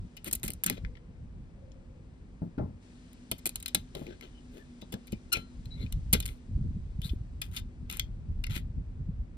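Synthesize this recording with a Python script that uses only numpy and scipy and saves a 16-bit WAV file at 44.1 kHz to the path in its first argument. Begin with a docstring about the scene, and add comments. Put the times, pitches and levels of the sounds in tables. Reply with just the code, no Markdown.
"""Sharp metallic taps and short scrapes: pliers, then a screwdriver, work at a metal clip on a circuit board.
Clumped noise slips excite decaying modes in taps and drags; stick-slip gives a screech and gliding squeaks.
The board thuds on the table as damped low modes, and the released steel shaft rings.
Low-passed noise and smooth pressure swings make a breeze that buffets the two microphones.
A faint noise-band hum, a far gliding engine, air noise and hiss lie behind."""
import sys
import numpy as np
from scipy import signal
from scipy.fft import rfft, irfft, next_fast_len
from scipy.io import wavfile
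from scipy.ndimage import uniform_filter1d

SR = 44100
rng = np.random.default_rng(int(sys.argv[2]) if len(sys.argv) > 2 else 0)


def output_pcm(signal):
    """Save a mono or channel-first signal as 16-bit PCM at the path in sys.argv[1].

    Samples are clipped to [-1, 1] before scaling.
    """
    pcm = np.clip(np.atleast_2d(signal).T, -1, 1) * 32767
    wavfile.write(sys.argv[1], SR, np.round(pcm).astype(np.int16))


N = 413216
T = np.arange(N) / SR  # time [s]

# Metal touching the board, before the common gain of the work:
# (time [s], level [dB], treble [dB], strongest ring [Hz], contact length [s])
TAPS = [(0.167, -33, -7.5, 3060, 0.0044), (0.245, -36.5, 8, 2750, 0.00063),
        (0.3114, -32.5, 1.5, 1800, 0.0021), (0.328, -26, 11, 2700, 0.0039), (0.35, -33.5, 11, 4040, 0.0039),
        (0.397, -45.5, -1, 2230, 0.0014), (0.432, -23, 1.5, 2400, 0.00056), (0.479, -28, 4, 2320, 0.0037),
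        (0.5043, -28.5, 6.5, 2990, 0.00052), (0.519, -39, 0, 2850, 0.0009),
        (0.5346, -43.5, 10.5, 3900, 0.0021), (0.6371, -20.5, 9, 2630, 0.00054),
        (0.6415, -24.5, 5, 1700, 0.00078), (0.6622, -23.5, 9, 1700, 0.0018), (0.6658, -27, 9, 1900, 0.001),
        (0.684, -29, -32, 2600, 0.0018), (0.6982, -14.5, -2, 2070, 0.0013),
        (0.849, -25, -48, 1880, 0.00046), (0.953, -40.5, -53, 2270, 0.0016),
        (0.969, -40, -32.5, 1880, 0.0021), (1.718, -43.5, -53, 6800, 0.00079),
        (2.579, -38, -30, 1500, 0.004), (3.131, -50, 4, 4060, 0.0015), (3.3138, -19.5, 1, 3560, 0.0027),
        (3.381, -44, -1, 2340, 0.007), (3.456, -17.5, 0, 2500, 0.0031), (3.465, -26, 8, 3800, 0.0009),
        (3.473, -25, 6, 2500, 0.0011), (3.492, -26.5, 0, 4160, 0.0013), (3.557, -22.5, 1, 4300, 0.0029),
        (3.601, -38.5, 3, 3900, 0.0024), (3.626, -35.5, 3, 4060, 0.0025), (3.6596, -19, -8, 4250, 0.0012),
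        (3.68, -26.5, -3, 3890, 0.0036), (3.747, -11, 1, 4180, 0.0025), (3.95, -27.5, -12.5, 4050, 0.0019),
        (4.066, -32, -20, 2500, 0.00095), (4.2105, -33.5, -11, 2150, 0.0009),
        (4.813, -32, -16, 3910, 0.006), (4.922, -31.5, -7, 3500, 0.006), (4.94, -30, -9, 1740, 0.00098),
        (5.07, -38, -6.5, 2410, 0.0055), (5.121, -34, -8, 3000, 0.005), (5.326, -21, 4.5, 2840, 0.006),
        (5.369, -26, -14, 2960, 0.0022), (5.655, -37, -14, 4300, 0.0016), (5.862, -34.5, -27, 2500, 0.0024),
        (5.924, -27.5, -2.5, 4270, 0.0014), (6.1283, -17, 3, 3700, 0.0013), (6.1322, -11, 5, 6800, 0.002),
        (6.1384, -11.5, 4, 2220, 0.001), (6.201, -23.5, 0.5, 4300, 0.0028), (6.225, -30, -13, 3660, 0.0035),
        (6.2555, -27, 1, 3660, 0.0019), (6.261, -23.5, -3, 2200, 0.00073),
        (6.2785, -33, -0.5, 3550, 0.0016), (6.288, -29, -18, 2300, 0.0014),
        (7.017, -30.5, -7, 3120, 0.0014), (7.093, -29, -30, 3520, 0.003), (7.416, -18, -7.5, 3500, 0.0029),
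        (7.563, -20.5, -11, 3640, 0.0056), (7.899, -21, -12, 2740, 0.0012),
        (7.912, -30.5, -1, 3010, 0.00097), (7.926, -32.5, 4, 3480, 0.0016),
        (7.971, -32, 5.5, 3950, 0.00073), (7.996, -12, -7, 4080, 0.00088), (8.4393, -17, -17, 2750, 0.0012),
        (8.466, -27.5, -10, 2180, 0.002)]
# Spectrum of a contact's body: (frequency [Hz], level [dB])
CRACK = [(700, -38.5), (1500, -17), (2200, 1), (3000, 3.5), (5000, -0.5), (7000, -9), (9000, -33)]
# Spectrum of the treble of taps and drags: (frequency [Hz], level [dB])
TREBLE = [(5000, -19.5), (7500, 0), (9500, -2), (12500, 1.5), (15300, -10), (16000, -11.5), (17000, -53)]
# Modes of the board and its parts: (frequency [Hz], level [dB], decay by 60 dB [s])
BOARD = [(1000, -13, .04), (1400, -3, .03), (1650, 0, .03), (2170, 1, .035), (2550, -3, .03),
         (2850, -2, .03), (3250, -2, .03), (3640, 0, .03), (4200, -2, .025), (4650, -6, .025),
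         (5600, -7, .025), (7050, -6, .025), (9300, -11, .025)]
FOCUS = 0.4  # dB lost per octave from a tap's strongest ring, per dB of missing treble

# Drags of the tip, before the common gain of the work:
# (time of most pressure [s], build-up [s], let-go [s], level [dB], treble [dB], low rub [dB])
STROKES = [(0.279, 0.038, 0.025, -42.5, -2, -7), (0.439, 0.007, 0.054, -44, 5.5, -15),
           (0.682, .024, 0.028, -37.5, -29, -31), (0.715, .02, 0.0944, -50, -12, -8),
           (0.778, 0.019, 0.016, -52, -24, 4.5), (3.97, 0.03, 0.17, -57, -9, 11),
           (4.121, .1, 0.072, -58, -40, 10), (4.228, 0.014, 0.094, -54.5, -21, 0.5),
           (4.58, 0.074, 0.076, -61, -9.5, 7.5), (5.347, 0.016, 0.09, -45, -11.5, -3.5),
           (5.835, 0.079, 0.055, -59, -13.5, 3.5), (6.142, 0.0038, 0.041, -31, -18, -3.5),
           (6.29, 0.087, 0.1, -59, -4, -3.5), (7.05, 0.034, 0.11, -55.5, 1, -19.5),
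           (7.424, 0.0047, 0.09, -54, -4, -22), (7.58, 0.071, 0.037, -48.5, -4, -27),
           (7.935, 0.044, 0.084, -44.5, -10.5, -16), (8.51, 0.019, 0.12, -45.5, -14, -22.5),
           (8.569, 0.059, 0.043, -42.5, -7, -21)]
# Spectrum of a drag's body: (frequency [Hz], level [dB])
RASP = [(700, -24.5), (1500, -1.5), (2200, 4), (3500, 4.5), (5000, -6.5), (7000, -10), (9000, -33)]
# Spectrum of the board groaning under a drag: (frequency [Hz], level [dB])
RUB = [(200, -26.5), (350, 17), (600, 5.5), (1000, -27), (2000, -48.5)]
BUILD_DB, LET_GO_DB = 18, 29  # fall of the gain below its top at the start and end of a swell [dB]
ROUND = 1.26  # exponent of a swell; above 1 its top is rounded

# The tip screeches as it slips off, before the common gain of the work:
# (loudest time [s], build-up [s], let-go [s], level [dB], slips per second [Hz])
SCREECH = (5.336, 0.0177, 0.0127, -22.5, 1409)
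# Harmonics of the screech from the first upward: (level [dB])
OVERTONES_DB = [-6.5, 0.5, -1.5, -5.5, -12, -10]
# Squeaks of the sliding tip, before the common gain of the work:
# (loudest time [s], build-up [s], let-go [s], level [dB], first pitch [Hz], last pitch [Hz],
# width of each resonator [Hz])
SQUEAKS = [(5.356, 0.017, 0.026, -31, 2750, 2230, 380), (5.722, 0.022, 0.085, -52, 3940, 4040, 150),
           (5.834, 0.06, 0.02, -54, 3750, 4200, 350), (5.83, 0.13, 0.03, -61, 2190, 2170, 150),
           (5.835, .06, .02, -61, 3480, 3480, 150), (4.38, .06, .05, -64, 3080, 2950, 200),
           (7.048, 0.033, 0.05, -42, 3150, 4600, 600), (4.235, .02, .07, -56, 3050, 2950, 350),
           (4.622, .08, .03, -62, 1720, 1780, 90), (5.137, .006, .08, -61, 2370, 2370, 60),
           (4.125, .05, .04, -59, 1620, 1560, 150)]

# The tool springs free, before the common gain of the work:
# (time [s], level [dB], tilt towards the upper modes [dB per octave])
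RINGS = [(3.75, -66, 0), (5.336, -26, 2), (6.257, -67.5, 17.5)]
# Modes of the steel shaft: (frequency [Hz], level [dB], decay by 60 dB [s])
SHAFT = [(1360, -20, .3), (3100, -17, .25), (4100, -21, .35), (9120, -36, .2)]

# Blows that shake the whole board:
# (time [s], peak level [dB], pitch [Hz], decay by 60 dB [s], upper modes [dB])
THUDS = [(0.268, -33.5, 207, 0.13, -14.5), (0.488, -34, 199, 0.14, -13.5), (0.327, -32, 221, 0.12, -10),
         (0.436, -31, 225, 0.15, -12.5), (0.66, -27.5, 184.5, 0.56, -25.5), (0.7, -23, 168.6, 0.083, -12.5),
         (0.709, -26, 246.3, 0.072, -21), (2.419, -22.5, 170, 0.23, -20.5),
         (2.579, -22.5, 164.6, 0.2, -12.5), (2.593, -20.5, 125, 0.28, -10), (2.625, -25, 92.3, 0.58, -17.5),
         (3.316, -23.5, 198, 0.094, -8.5), (3.461, -30, 331, 0.08, -8), (3.746, -24, 195, 0.16, -9.5),
         (3.95, -30.5, 151.5, 0.19, -6), (4.016, -27.5, 145, 0.075, -10), (4.065, -36.5, 354, 0.35, -14),
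         (4.824, -32.5, 203, 0.11, -8), (4.924, -33, 197, 0.24, -1), (4.94, -24, 206.6, 0.082, -15.5),
         (5.128, -20, 202, 0.052, -21.5), (5.37, -25, 109, 0.12, -12), (6.133, -13, 123.4, 0.17, -18),
         (8.566, -23, 115.4, 0.059, -35)]
# Spectra of the puff through the table and of the upper modes: (frequency [Hz], level [dB])
PUFF = [(60, -11.0), (200, 2.0), (350, -8.0), (1000, -63.5)]
UPPER_MODES = [(200, -20), (400, 0), (600, 0), (800, -10), (1400, -21), (2200, -36), (9000, -90)]

# How the two microphones hear the work:
# (frequency [Hz], left over right [dB], likeness [0-1], lag of left behind right [samples])
NEAR = [(120, -.3, .97, -30), (260, 1.5, .97, -17), (470, 9, .9, -13), (660, 10, .6, 0), (1100, 5.5, .6, 7),
        (2400, 11.5, .5, 10), (4000, 8.5, .45, 10), (7500, 4, .55, 9.6), (8600, 0, .96, 9.6),
        (16000, 0, .97, 9.75)]
# How they hear the far air, with the same columns:
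# (frequency [Hz], left over right [dB], likeness [0-1], lag of left behind right [samples])
FAR = [(60, 0, .93, 0), (240, -.5, .85, -3), (470, 3.5, .4, 5), (2400, 5, .45, 10), (7500, 5, .5, 9.6),
       (8600, 1, .9, 9.6), (16000, 0, .95, 9.75)]
# Absorption of the room's echoes: (frequency [Hz], level [dB])
ROOM = [(300, -4.0), (2500, -0.5), (5000, -0.5), (9000, -12.5)]

# Strength of the breeze, about which it wanders: (time [s], level [dB])
WIND = [(0, -33), (.1, -58), (.5, -45), (.62, -50.5), (.83, -38.5), (1.03, -59), (1.18, -44), (1.39, -43.5),
        (1.55, -50.5), (2.3, -53.5), (3.2, -55), (4.2, -53), (4.8, -55.5), (5.47, -49.5), (5.95, -34),
        (6.3, -39), (6.42, -52.5), (6.59, -30), (6.78, -41), (7.12, -38.5), (7.32, -44), (7.75, -42.5),
        (8.3, -37.5), (9.2, -38.5), (9.37, -47)]
# Spectra of the low buffeting and the upper rumble: (frequency [Hz], level [dB])
BUFFETING = [(10, -41), (30, -3.5), (50, -2.0), (90, -7.5), (130, -18.0), (400, -73.0), (1500, -130)]
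RUMBLE = [(60, -23.5), (110, 1.0), (200, -2.0), (300, -18.0), (600, -39.5), (2500, -120)]
# Soft low bumps as gusts strike the microphones: (time [s], level [dB], pitch [Hz])
BUMPS = [(6.56, -24.5, 60.5), (6.615, -24, 140), (6.71, -30.5, 170), (6.993, -22.5, 125.4),
         (7.057, -26.5, 130), (7.12, -21, 62), (7.136, -29, 257), (7.213, -26.5, 100), (8.71, -31.5, 110),
         (9.09, -30.5, 120), (9.21, -28, 60)]
BUMP_TURNS = 0.44  # standard deviation of a bump's bell-shaped envelope [cycles]

# Strength of the hum: (time [s], level [dB])
HUM = [(0, -61), (2.8, -68), (2.9, -56), (5.7, -57), (6.5, -56.5), (6.8, -87), (7.4, -62), (7.6, -58.5),
       (9.37, -67)]
HUM_HZ, HUM_WIDTH_HZ = 245.8, 14.0
# A far engine swells and sinks in pitch: (loudest time [s], build-up [s], fading [s], level [dB],
# first pitch [Hz], last pitch [Hz], width of each resonator [Hz])
DRONE = [(0.931, 0.55, 0.67, -61.5, 500, 468.4, 70), (1.65, .25, 1.28, -61.5, 563, 416, 70)]
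# Spectrum of the distant air noise: (frequency [Hz], level [dB])
AIR = [(90, -29), (150, -0.5), (320, -7.5), (670, -19), (1300, -25), (2500, -29), (6000, -52.5),
       (10000, -67), (11500, -95), (13000, -130)]
AIR_DB = -57.5
# Strength of the hiss: (time [s], level [dB])
HISS = [(0, -70), (.8, -69), (1, -75), (2.8, -73.5), (2.83, -64.5), (4.5, -66), (6.3, -66.5), (6.5, -70),
        (9.37, -76.5)]
# Spectrum of the hiss: (frequency [Hz], level [dB])
HISS_SPECTRUM = [(700, -6.5), (2000, -1.0), (4000, -2.5), (8000, -7.0),
                 (10000, -18.0), (11500, -18.5), (12800, -84.0)]
CEILING = .62  # amplitude that the soft limiter approaches
EDGE_HZ = 16700  # upper band limit [Hz]


def tap(row, spot):
    """Impact excitation: a chatter of tiny impacts rings the board and one part, as the struck spot allows."""
    s, level_db, treble_db, hz, length = row
    t = np.arange(6000) / SR
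    u = t / max(length, 2e-4)
    # the contact builds up, then lets go
    chatter = slips(len(t), 4., clump=40) * (0.05 + u) * np.exp(-u)
    body = evened(colour(chatter, CRACK))
    part = signal.oaconvolve(body, ring([(hz, 0, 3.5 * length)], 0, t))[:len(t)]
    body += amp(-5.) * evened(part)
    board = signal.oaconvolve(chatter, touched(spot, t))[:len(t)]
    body += amp(-11) * evened(board)
    # a duller contact gathers round its strongest ring
    lost_db = FOCUS * np.clip(treble_db, -30, 0)
    body = colour(body, [(hz / 4, 2 * lost_db), (hz, 0), (hz * 4, 2 * lost_db)])
    # the treble comes from the first, sharpest impacts
    bright = colour(chatter * np.exp(-.9 * u), TREBLE)
    sound = body / abs(body).max() * amp(-6.0)
    sound += amp(treble_db - 0.5) * bright / abs(bright).max()
    return s, amp(level_db) * sound * fade(t)


def stroke(top_s, build_s, let_go_s, press_db, treble_db, rub_db):
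    """Sliding friction: steel dragged over metal slips unevenly, rasps and drives the modes of the board."""
    s, gain = swell(top_s, build_s, let_go_s)
    drive = slips(len(gain), 3.3, clump=110)
    spot = rng.standard_normal((2, len(BOARD)))
    modes = signal.oaconvolve(drive, touched(spot, np.arange(3000) / SR))[:len(drive)]
    body = evened(evened(colour(drive, RASP)) + amp(-10.5) * evened(modes))
    treble = amp(treble_db) * evened(colour(drive, TREBLE))
    rub = amp(rub_db) * evened(colour(drive, RUB))
    return s, amp(press_db) * gain * (body + treble + rub) * signal.windows.tukey(len(drive), .1)


def screech(top_s, build_s, let_go_s, db, hz):
    """Regular stick-slip: a harmonic buzz, slightly unsteady in pitch and strength."""
    s, gain = swell(top_s, build_s, let_go_s)
    count = len(gain)
    pitch_wander = evened(uniform_filter1d(rng.standard_normal(count), size=150))
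    turns = np.cumsum(hz * (1 + .025 * pitch_wander)) / SR
    buzz = sum(amp(level_db) * np.sin(2 * np.pi * k * turns)
               for k, level_db in enumerate(OVERTONES_DB, start=1))
    level_wander = evened(uniform_filter1d(rng.standard_normal(count), size=90))
    sound = evened(buzz * amp(3 * level_wander))
    return s, amp(db) * gain * sound * signal.windows.tukey(count, .2)


def whistle(row):
    """Narrow-band resonance: noise gathers round one gliding pitch, for squeaks and the far engine."""
    s, gain = swell(*row[:3])
    db, first_hz, last_hz, width_hz = row[3:]
    hz = np.linspace(first_hz, last_hz, len(gain))
    noise = rng.standard_normal(len(hz))
    tone = evened(resonate(resonate(noise, hz, width_hz), hz, width_hz))
    return s, amp(db) * gain * signal.windows.tukey(len(hz), .2) * tone


def spring(s, db, tilt_db):
    """Free vibration: the steel shaft rings on in its own modes after a quick release."""
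    t = np.arange(12000) / SR
    octaves = np.log2(np.transpose(SHAFT)[0] / SHAFT[0][0])
    sound = ring(SHAFT, tilt_db * octaves, t)
    return s, amp(db) * sound * np.minimum(t / 0.0014, 1) * fade(t)


def thud(s, peak_db, hz, t60, upper_db):
    """Damped bending: low modes of the board ring with a dull puff through the table."""
    t = np.arange(12000) / SR
    low = ring([(hz, 0, t60), (.62 * hz, -5, t60), (1.5 * hz, -6, .8 * t60)], 0, t)
    puff = evened(colour(rng.standard_normal(len(t)), PUFF))
    upper = evened(colour(rng.standard_normal(len(t)), UPPER_MODES))
    sound = low + .6 * puff * amp(-60 * t / t60)
    sound += amp(upper_db + 6 - 85 * t / t60) * upper  # the upper modes die sooner
    sound *= np.minimum(t / 0.0013, 1) * fade(t)
    return s, amp(peak_db) * sound / abs(sound).max()


def wind():
    """Turbulent pressure: lumpy low buffeting and a rougher rumble, partly separate at each port."""
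    gust = amp(np.interp(T, *np.transpose(WIND)) + 2. * slow(10.0))
    upper_gain = amp(-14.5 + 5.5 * slow(13.0))
    flows = []
    for _ in range(3):  # one shared, then one for each port
        noise = rng.standard_normal(N)
        low = evened(colour(noise, BUFFETING))
        upper = evened(colour(noise, RUMBLE))
        flows.append(gust * (low + upper_gain * upper))
    return flows[0] + amp(-10.5) * np.array(flows[1:])


def bumps():
    """Transient gust pressure: each bump is a smooth swing under a bell-shaped envelope."""
    total = np.zeros(N)
    for s, db, hz in BUMPS:
        turns = hz * (T - s)
        total += amp(db) * np.sin(2 * np.pi * turns) * np.exp(-.5 * (turns / BUMP_TURNS) ** 2)
    return total


def tones():
    """Narrow-band noise: a wavering hum and a far engine gliding down."""
    noise = rng.standard_normal(N)
    narrow = resonate(resonate(noise, HUM_HZ, HUM_WIDTH_HZ), HUM_HZ, HUM_WIDTH_HZ)
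    hum = amp(np.interp(T, *np.transpose(HUM))) * evened(narrow)
    for row in DRONE:
        add(hum, *whistle(row))
    return hum


def background():
    """Broadband noise shaped by spectrum: distant air and a hiss of changing level."""
    air = amp(AIR_DB) * evened(colour(rng.standard_normal(N), AIR))
    hiss = evened(colour(rng.standard_normal(N), HISS_SPECTRUM))
    return air + amp(np.interp(T, *np.transpose(HISS))) * hiss


def echoes(t60, count):
    """Exponential decay of reverberation: sparse reflections of random sign, energy 1."""
    signs = rng.choice([-1., 1.], count)
    present = rng.random(count) < .08
    taps = signs * present * amp(-60 * np.arange(count) / SR / t60)
    return taps / np.linalg.norm(taps)


def ports(x, other, table):
    """Interaural-style coherence: level, likeness and delay between two microphones depend on frequency."""
    size = next_fast_len(N)
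    hz = np.fft.rfftfreq(size, 1 / SR)
    left_db, same, lag = (read(np.array(table)[:, [0, k]], hz) for k in (1, 2, 3))
    right = same * rfft(x, size) * np.exp(2j * np.pi * hz * lag / SR)
    right += np.sqrt(1 - same ** 2) * rfft(other, size)
    return np.array([x, irfft(right * amp(-left_db), size)[:N]])


def slips(count, grip_db, clump):
    """Irregular stick-slip: dense uneven slips come in clumps as the tip grips and lets go."""
    grip = amp(grip_db * evened(uniform_filter1d(rng.standard_normal(count), size=clump)))
    return rng.standard_normal(count) * amp(2.4 * rng.standard_normal(count)) * grip


def touched(spot, t):
    """Modal coupling: the spot touched, with fingers and tool, shifts the board's pitches and strengths."""
    modes = np.array(BOARD, float)
    modes[:, 0] *= 1 + .015 * spot[0]
    return ring(modes, 2.2 * spot[1], t)


def ring(modes, strengths_db, t):
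    """Modal superposition: dying sines, each struck with its own strength."""
    hz, db, t60 = np.transpose(modes)[:, :, None]
    level_db = (db[:, 0] + strengths_db)[:, None] - 60 * t / t60
    return (amp(level_db) * np.sin(2 * np.pi * hz * t)).sum(0)


def swell(top_s, build_s, let_go_s):
    """Envelope of a gesture: start time and gain of one build-up and let-go."""
    t = np.arange(-build_s, let_go_s, 1 / SR)
    place = np.where(t < 0, t / build_s, t / let_go_s)  # -1 start, 0 top, 1 end
    fall_db = np.where(t < 0, BUILD_DB, LET_GO_DB) * abs(place) ** ROUND
    return max(top_s - build_s, 0), amp(-fall_db)


def resonate(x, hz, width):
    """Heterodyne resonance: shifts the pitch down to zero, smooths, and shifts back."""
    turn = np.exp(2j * np.pi * np.cumsum(hz * np.ones(len(x))) / SR)
    r = np.exp(-np.pi * width / SR)
    return 2 * (turn * signal.lfilter([1 - r], [1, -r], x / turn)).real


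def colour(x, points):
    """Linear filtering: weights the spectrum by a curve in dB."""
    size = next_fast_len(len(x) + 4096)
    gain = amp(read(points, np.fft.rfftfreq(size, 1 / SR)))
    return irfft(rfft(x, size) * gain, size)[:len(x)]


def slow(rate_hz):
    """Low-passed random process: a slow wander of rms 1."""
    return evened(colour(rng.standard_normal(N), [(rate_hz, 0), (8 * rate_hz, -120)]))


def read(points, hz):
    """Interpolation of a curve along logarithmic frequency."""
    f, value = np.transpose(points)
    return np.interp(np.log(hz + 1), np.log(f + 1), value)


def amp(db):
    """Decibel law: level to amplitude."""
    return 10 ** (np.asarray(db) / 20)


def evened(x):
    """Power normalisation: scales to rms 1."""
    return x / np.sqrt(np.mean(x ** 2) + 1e-20)


def fade(t):
    """Quarter-cosine taper from one to zero."""
    return np.cos(np.pi / 2 * t / t[-1])


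def add(mix, s, sound):
    """Superposition: adds a sound to the mix from time s [s]."""
    part = mix[round(s * SR):][:len(sound)]
    part += sound[:len(part)]


def scene():
    """Superposition of the work, its reflections, the far air and the breeze at two microphones."""
    work = np.zeros(N)
    spots = rng.standard_normal((len(TAPS), 2, len(BOARD)))
    for row, spot in zip(TAPS, spots):
        add(work, *tap(row, spot))
    for row in RINGS:
        add(work, *spring(*row))
    for row in STROKES:
        add(work, *stroke(*row))
    for row in SQUEAKS:
        add(work, *whistle(row))
    add(work, *screech(*SCREECH))
    work *= amp(3.5)  # common gain of the work, without the thuds
    for row in THUDS:
        add(work, *thud(*row))
    room = colour(echoes(0.13, count=9000), ROOM)  # walls swallow the treble
    work += amp(-9.0) * signal.oaconvolve(work, room)[:N]
    # scattered by the parts standing on the board
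    scattered = signal.oaconvolve(work, echoes(.03, count=1400))[:N]
    near = ports(work, scattered, NEAR)
    far = ports(background() + tones(), background(), FAR)
    return near + far + wind() + bumps()


def record(dry):
    """Saturation and band limiting: the hardest blows meet a soft ceiling, then a low-pass filter."""
    held = CEILING * np.tanh(dry / CEILING)
    low_pass = signal.firwin(511, EDGE_HZ, window=("kaiser", 9), fs=SR)
    return signal.oaconvolve(held, low_pass[None], "same")


dry = scene()
out = record(dry)
output_pcm(out)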